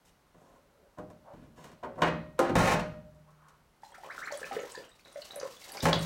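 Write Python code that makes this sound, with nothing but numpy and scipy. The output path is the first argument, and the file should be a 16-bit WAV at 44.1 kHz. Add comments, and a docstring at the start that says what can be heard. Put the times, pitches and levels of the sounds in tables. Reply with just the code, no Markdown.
"""A steel panel radiator knocks, grinds and rings as it is lifted off its wall brackets in a tiled room.
Each blow sets the steel's own notes ringing; a scrape is a fast run of tiny slips doing the same.
Tilted, the radiator dribbles water into a plastic bowl: drops splat and trapped bubbles ring and gurgle.
Then it comes down with a last clatter. Soft rubs and a faint hush of air lie underneath."""
import sys
import numpy as np
from scipy import signal
from scipy.fft import rfft
from scipy.io import wavfile

SR = 44100
rng = np.random.default_rng(int(sys.argv[2]) if len(sys.argv) > 2 else 0)


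def wrap_up_sound(samples):
    """Save the sound to the file named by the first command line argument, as 16-bit audio."""
    columns = np.atleast_2d(samples).T
    # keep every value between -1 and 1, then stretch to whole-number steps
    tamed = np.clip(columns, -1, 1)
    steps = np.round(tamed * 32767).astype(np.int16)
    wavfile.write(sys.argv[1], SR, steps)


N = 266937


def from_db(db):
    """Turn decibels into a number to multiply by."""
    return 10 ** (np.asarray(db) / 20)


def rms_one(x):
    """Scale a sound so its average level (rms) is 1."""
    return x / np.sqrt(np.mean(x ** 2) + 1e-20)


def at_hz(points, hz):
    """Read a table's value at a pitch, gliding between its rows."""
    pitches, values = np.transpose(points)
    return np.interp(np.log(hz), np.log(pitches), values)


def band(x, low_hz, high_hz):
    """Keep the part of a sound between two pitches."""
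    return signal.sosfilt(signal.butter(2, [low_hz, high_hz], "band", fs=SR, output="sos"), x)


def convolve(x, response):
    """Let every sample of x set off its own copy of the response."""
    return signal.fftconvolve(x, response)[:N]


def add(track, s, sound):
    """Lay a sound into a track at s seconds."""
    at = int(np.clip(round(s * SR), 0, N - 1))
    track[at:at + len(sound)] += sound[:N - at]


def noise(spectrum, size, fade_times=None):
    """Bands of noise; given fade times, each drops 60 dB in its own time."""
    t, out = np.arange(size) / SR, 0
    edges_hz = np.geomspace(24, 17400, 20)
    white = rng.standard_normal((2, size))
    for k, (low, high) in enumerate(zip(edges_hz, edges_hz[1:])):
        hz = np.sqrt(low * high)
        fade = np.exp(-np.log(1000) * t / at_hz(fade_times, hz)) if fade_times else 1
        out = out + from_db(at_hz(spectrum, hz)) * band(white[k % 2], low, high) * fade
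    return out


def clicks(per_s, spread_db, size):
    """Random clicks of uneven size and sign."""
    sizes = from_db(spread_db * np.minimum(rng.exponential(1, size), 4))
    return (rng.random(size) < per_s / SR) * sizes * rng.choice([-1, 1], size)


# The tone of the room's hush. Each row: pitch in Hz, relative level in dB.
AIR_TONE = [(25, 1), (45, 9.5), (100, -2), (160, 3.5), (280, -4), (550, -3.5), (1100, -3.5), (2200, -13.5),
            (5000, -18.5), (15000, -25)]
def air():
    """A faint, steady, low hush."""
    return from_db(-67) * rms_one(noise(AIR_TONE, N))


# The echo's tone. Each row: pitch in Hz, relative level in dB.
ECHO_TONE = [(100, 5), (1000, 6), (5000, 0.5), (15000, 4)]
# The echo's length. Each row: pitch in Hz, seconds to fade by 60 dB.
ECHO_FADES = [(100, 0.26), (600, 0.23), (3000, 0.33), (14000, 0.14)]
def room(x, echo_db, delay_s):
    """Tiles and walls add a dense, short echo to a sound."""
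    tail = noise(ECHO_TONE, SR, ECHO_FADES)
    gain = np.sqrt(np.mean(np.abs(rfft(tail)[400:4000]) ** 2))   # average from 400 to 4000 Hz
    out = x.copy()
    add(out, delay_s, from_db(echo_db) * convolve(x, tail / gain))
    return out


# Soft rubs. Each row: start in seconds, length in seconds, pitch in Hz, level in dB.
RUBS = [(0.217, 0.67, 465, -72.5), (0.696, 0.24, 477, -67), (1.229, 0.13, 704, -52),
        (3.253, 0.07, 980, -65), (3.328, 0.28, 1140, -65)]
def rubbing(width=1.29):
    """Soft, hollow rubs swell and fade as the panel is shifted."""
    out = np.zeros(N)
    for s, length, hz, db in RUBS:
        swell = np.hanning(int(length * SR))
        friction = rms_one(band(rng.standard_normal(SR), hz / width, hz * width))
        add(out, s, from_db(db) * swell * friction[:len(swell)])
    return out


def splat(hz, width=1.144, swell_s=0.0016):
    """A tiny hit: a few milliseconds of noise around one pitch."""
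    t = np.arange(SR // 20) / SR
    burst = band(rng.standard_normal(len(t)), hz / width, min(hz * width, SR / 2 - 1))
    return rms_one(burst) * t / swell_s * np.exp(1 - t / swell_s)


def spatter(spectrum, per_s, spread_db, fade_s):
    """Countless droplets, each a soft puff of noise that swells and fades."""
    decay = np.exp(-1 / (fade_s * SR))
    hits = np.abs(clicks(per_s, spread_db, N)) + 1e-18
    puffs = signal.lfilter([1], [1, -2 * decay, decay * decay], hits)   # smooths each click into a hump
    return rms_one(puffs * noise(spectrum, N))


def bubble(first_hz, last_hz, life_s, swell=0.21, bend=1.72):
    """A trapped bubble swells, rings and climbs in pitch as it nears the surface."""
    age = np.arange(int(2 * life_s * SR)) / (life_s * SR)
    hz = first_hz + (last_hz - first_hz) * (1 - np.exp(-bend * age)) / (1 - np.exp(-bend))
    loudness = age / swell * np.exp(1 - age / swell)
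    return loudness * np.sin(2 * np.pi * np.cumsum(hz) / SR)


def bubble_swarm(start_s, count, low_hz, high_hz, cycles, climb, spread_db):
    """Small bubbles are born at random from start_s onwards."""
    out = np.zeros(N)
    for when, pitch, size, rise in rng.random((count, 4)):
        hz = low_hz * (high_hz / low_hz) ** pitch
        blip = bubble(hz, hz * (1 + climb * rise), cycles / hz)
        add(out, start_s + when * (N / SR - start_s), from_db(spread_db * size ** 2) * blip)
    return out / np.std(out[int(start_s * SR):])


# The biggest drips and glugs. Each row: start in seconds, pitch in Hz, level in dB.
DRIPS = [(3.833, 833, -39.5), (3.92, 874, -48.5), (4.034, 834, -39.5), (4.322, 561, -32), (4.415, 472, -38),
         (4.43, 1620, -34), (4.511, 740, -31.5), (4.565, 445, -25.5), (4.633, 460, -33.5),
         (4.749, 1660, -39.5), (4.776, 470, -38.5), (5.05, 3770, -49), (5.158, 578, -34),
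         (5.222, 2800, -46), (5.308, 3750, -37), (5.361, 549, -34.5), (5.43, 491, -29.5), (5.748, 950, -40)]
# Gulps as the water starts to run. Each row: start in seconds, level in dB, life in seconds.
GULPS = [(3.941, -47, 0.019), (4.098, -37, 0.026), (4.213, -36.5, .039), (4.272, -31.5, .016)]
# Sharp drops slapping water and plastic. Each row: start in seconds, pitch in Hz, level in dB.
SPLATS = [(3.832, 8200, -66), (4.179, 1340, -41), (4.323, 6300, -42), (4.373, 8640, -42.5),
          (4.719, 8200, -45.5), (4.753, 4300, -43.5), (4.992, 2280, -55.5), (5.218, 4100, -45.5),
          (5.358, 9900, -39), (5.398, 5400, -36.5), (5.62, 2300, -51), (5.719, 10400, -43),
          (5.771, 5000, -40.5), (5.803, 4820, -38)]
def drips():
    """A drop slaps the water and leaves a ringing bubble; gulps sweep upwards; some drops only splat."""
    out = np.zeros(N)
    for s, hz, db in DRIPS:
        life_s = 0.016 * np.sqrt(500 / hz)   # smaller, higher bubbles die sooner
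        add(out, s, from_db(db - 13.5) * splat(hz=1750))
        add(out, s, from_db(db) * bubble(hz, 1.078 * hz, life_s))
    for s, db, life_s in GULPS:
        add(out, s, from_db(db) * bubble(first_hz=1020, last_hz=2466, life_s=life_s))
    for s, hz, db in SPLATS:
        add(out, s, from_db(db) * splat(hz))
    return out


# The dribble's three surges. Each row: time in seconds, gurgle level in dB, spray level in dB.
FIRST_SURGE = [(3.82, -71, -68), (3.886, -67.5, -66.5), (4.008, -52.5, -61.5), (4.156, -56, -56),
               (4.26, -53.5, -51), (4.46, -43.5, -57), (4.658, -49, -55.5), (4.854, -56, -64.5),
               (5.03, -87, -68.5)]
SECOND_SURGE = [(5.06, -54.5, -62), (5.138, -61, -62), (5.342, -50.5, -54), (5.48, -49.5, -55)]
LAST_SURGE = [(5.52, -63, -55.5), (5.588, -59, -59.5), (5.75, -48.5, -47), (5.82, -45.5, -47)]
# The tones of the low slosh and the bright spray. 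Each row: pitch in Hz, relative level in dB.
SLOSH_TONE = [(60, -26), (150, -1), (300, 1), (520, 8.5), (1000, -1.5), (2000, -2.5), (4000, -15.5),
              (8000, -43.5)]
SPRAY_TONE = [(1200, -6), (2500, -6.5), (4000, -0.5), (7000, -3), (11000, -12.5), (15000, -13)]
def water():
    """Big drips ring in the bowl over a swarm of small bubbles and the patter of the splash."""
    t = np.arange(N) / SR
    times, gurgle_db, spray_db = np.transpose(FIRST_SURGE + SECOND_SURGE + LAST_SURGE)
    gurgle_level = from_db(np.interp(t, times, gurgle_db, left=-np.inf))
    spray_level = from_db(np.interp(t, times, spray_db, left=-np.inf))
    small = bubble_swarm(times[0], 170, low_hz=608.5, high_hz=2800, cycles=10.3, climb=0.26, spread_db=23)
    tiny = bubble_swarm(times[0], 160, low_hz=3065, high_hz=9270, cycles=33, climb=0.21, spread_db=27)
    slosh = spatter(SLOSH_TONE, per_s=200, spread_db=5.5, fade_s=0.0024)
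    patter = spatter(SPRAY_TONE, per_s=120, spread_db=2.5, fade_s=0.0045)
    gurgle = from_db(-6.5) * small + from_db(-3) * slosh
    spray = from_db(-7) * tiny + from_db(-2.5) * patter
    return drips() + gurgle_level * gurgle + spray_level * spray


def clink():
    """One bright clink as the radiator comes down."""
    out = np.zeros(N)
    add(out, s=5.929, sound=from_db(-19) * splat(hz=3770))
    return out


# The steel's crowd of notes, too close to tell apart. Each row: pitch in Hz, relative level in dB.
CROWD_TONE = [(35, -2), (90, 0), (180, 6), (380, 7), (560, 11.5), (1050, 5.5), (1600, -2.5), (2500, -13),
              (3800, -21.5), (5300, -23.5), (7000, -23.5), (10000, -32.5), (15000, -37)]
# How long that crowd rings. Each row: pitch in Hz, seconds to fade by 60 dB.
CROWD_FADES = [(50, 1), (160, 0.91), (500, 0.38), (2000, 0.42), (4200, 0.45), (6000, 0.26), (14000, 0.16)]
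def steel_ring(notes, ring_scale, crowd_db, crack_db, crack_s):
    """Struck steel: clear notes over a noisy crowd that opens with a crack, in four pitch ranges."""
    t, onset = np.arange(int(1.2 * SR)) / SR, SR // 50
    ringing = 0
    for k, (hz, db, fade_s) in enumerate(notes):
        fade = np.exp(-np.log(1000) * t / (ring_scale * fade_s))
        ringing += (-1) ** k * from_db(db) * fade * np.sin(2 * np.pi * hz * t)
    ringing *= np.minimum(1, (t[-1] - t) / .5)   # the longest notes die out smoothly
    crack = 1 + from_db(crack_db) * np.exp(-t / crack_s)
    crowd = noise(CROWD_TONE, len(t), CROWD_FADES) * crack
    whole = ringing / np.std(ringing[:onset]) + from_db(crowd_db) * crowd / np.std(crowd[:onset])
    edges_hz = [25, 220, 1500, 5000, 17000]   # the ranges: boom, body, clang, sizzle
    ranges = [band(whole, low, high) for low, high in zip(edges_hz, edges_hz[1:])]
    # flipping every other range lets neighbours join without a gap
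    return [(-1) ** k * part / np.std(part[:onset]) for k, part in enumerate(ranges)]


# Kinds of contact. Each lists the dB it adds to the boom, body, clang and sizzle ranges.
THUD = (0.5, -21.5, -16.5, -28)     # the panel's weight shifts
CLUNK = (2.5, 3, -20, -18)   # a cushioned bump
CLANG = (-9.5, -2, -2.5, -25.5)   # bare steel on steel
CRASH = (-7.5, -0.5, -4, -11.5)   # a rough edge under full load
SCUFF = (-12, 0.5, -25, -14)   # a light graze
GRIT = (-3, 1.5, -3.5, -4)     # paint and dust crunching
BRUSH = (-8, -12, -18, -0.5)   # a soft swish over the paint
KNOCK = (-24.5, 0, -25, -18)   # a bracket's hook is hit squarely
NUDGE = (-15, -3, -63, -34)   # a dull push against a stop
def strike(ranges, blows, scrapes=(), scrape_share=1):
    """Set steel ringing: a blow is a single push, a scrape is a run of tiny slips."""
    slips = np.sqrt(scrape_share) * rms_one(clicks(per_s=500, spread_db=2.0, size=N))
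    out = 0
    for k, response in enumerate(ranges):
        force, ring_gain = np.zeros(N), np.linalg.norm(response)
        for s, db, contact in blows:
            add(force, s, from_db([db + contact[k]]))
        for start, end, db, contact in scrapes:
            run = slips[int(start * SR):int(end * SR)]
            pressure = 1 - np.exp(-np.linspace(0, 1, len(run)) / 0.052)   # the contact bites gradually
            add(force, start, from_db(db + contact[k]) * pressure * run / ring_gain)
        out = out + convolve(force, response)
    return out


# A bracket's notes. Each row: pitch in Hz, relative level in dB, fade in seconds before ring_scale.
BRACKET_NOTES = [(247, -16, .4), (286.6, -4.5, 1), (344.3, 7.5, 0.78), (525, 14.5, 0.29), (627.5, 1, 0.72),
                 (780, 3, 1), (910, -23, 0.67), (1032, 10.5, .25), (1240, 2, 0.61), (2150, -12.5, 0.68)]
# Knocks on it. Each row: start in seconds, strength in dB, kind of contact.
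BRACKET_KNOCKS = [(2.391, -20.5, KNOCK), (2.495, -31, THUD)]
def bracket():
    """A wall bracket is knocked and rings with its own notes."""
    ring = steel_ring(BRACKET_NOTES, ring_scale=0.94, crowd_db=-0.5, crack_db=7.0, crack_s=0.006)
    return strike(ring, BRACKET_KNOCKS)


# The panel's notes. Each row: pitch in Hz, relative level in dB, fade in seconds before ring_scale.
PANEL_NOTES = [(41.3, -1.5, 0.27), (65.8, -17.5, 1.6), (97.5, -21, 0.32), (115.9, -2.5, 0.64),
               (152, -24, 3.8), (164.8, 2, 0.64), (178.2, -11.5, 0.82), (241.6, -8.5, 0.51),
               (272, 0.5, 0.37), (342, -11.5, 0.31), (433, -1, 0.37), (495, 3, 0.51), (554.1, 3, 0.62),
               (604, -7.5, 1.06), (613.5, 2, 0.84), (752, 0.5, 0.41), (883, 4.5, 0.2), (953, -17, 0.98),
               (1067, 4, 0.31), (1226, -11, 0.52), (1364, -25, 0.98), (1875, -9.5, 0.64),
               (2190, -19.5, 0.085), (2355, -7, 0.22), (2530, -14, 0.5), (2874, -12.5, 0.21),
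               (3710, -14.5, 0.15), (4044, -23, 0.52)]
# Blows on the panel. Each row: start in seconds, strength in dB, kind of contact.
PANEL_BLOWS = [(.345, -67.5, CLUNK), (.984, -50, CLUNK), (1.101, -56.5, SCUFF), (1.335, -52, THUD),
               (1.576, -60.5, CLUNK), (1.641, -57, GRIT), (1.716, -64.5, GRIT), (1.834, -49, CLANG),
               (1.958, -51.5, THUD), (2.019, -25, CLANG), (2.554, -28.5, THUD), (2.554, -29, CRASH),
               (2.592, -34, CRASH), (2.795, -42, CRASH), (3.147, -80, BRUSH), (3.305, -76, BRUSH),
               (3.484, -67, BRUSH), (5.829, -31, THUD), (5.854, -27, CRASH), (5.885, -33, CRASH),
               (5.928, -33.5, CLANG)]
# Steel dragging and juddering. Each row: start and end in seconds, strength in dB, kind of contact.
PANEL_SCRAPES = [(0.046, 0.096, -64.5, BRUSH), (0.353, 0.578, -64, SCUFF), (0.971, 0.996, -42, NUDGE),
                 (1.826, 1.856, -36, NUDGE), (1.34, 1.464, -54.5, THUD), (1.557, 1.694, -62, GRIT),
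                 (1.975, 2.004, -34, NUDGE), (2.004, 2.027, -28, NUDGE), (2.046, 2.085, -31.5, CLANG),
                 (2.378, 2.502, -40.5, CLANG), (2.552, 2.747, -28.5, CRASH), (2.748, 2.8, -38, CLANG)]
def panel(lifted, ring_scale, crowd_db, spot_count=2, lift_off_s=2.54):
    """The panel before or after lift-off; each spot that is hit wakes its own crowd of notes."""
    # the loose panel lands again, more softly, just after every blow
    rebounds = [(s + .011 * rng.uniform(.8, 1.2), db - 5.5, contact) for s, db, contact in PANEL_BLOWS]
    blows = [row for row in PANEL_BLOWS + rebounds if (row[0] > lift_off_s) == lifted]
    scrapes = [row for row in PANEL_SCRAPES if (row[0] > lift_off_s) == lifted]
    spots = [steel_ring(PANEL_NOTES, ring_scale, crowd_db, crack_db=9.5, crack_s=0.0068)
             for _ in range(spot_count)]
    return sum(strike(spot, blows[k::spot_count], scrapes, scrape_share=1 / spot_count)
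               for k, spot in enumerate(spots))


def scene():
    """Radiator, bracket and water in a quiet room, mixed to one channel."""
    seated = panel(lifted=False, ring_scale=0.89, crowd_db=6.5)   # the brackets damp the ringing
    lifted = panel(lifted=True, ring_scale=1.0, crowd_db=4.0)
    steel = seated + lifted + bracket()
    hush = air()
    echoing = room(water() + clink() + rubbing(), echo_db=-1.0, delay_s=0.0047)
    return (steel + echoing + hush)[None]


def record(dry):
    """Round off the loudest peaks and cut the highest treble."""
    ceiling, cutoff_hz = .32, 15900
    rounded = ceiling * np.tanh(dry / ceiling)
    return signal.sosfilt(signal.ellip(12, .1, 90, cutoff_hz, fs=SR, output="sos"), rounded)


dry = scene()
out = record(dry)
wrap_up_sound(out)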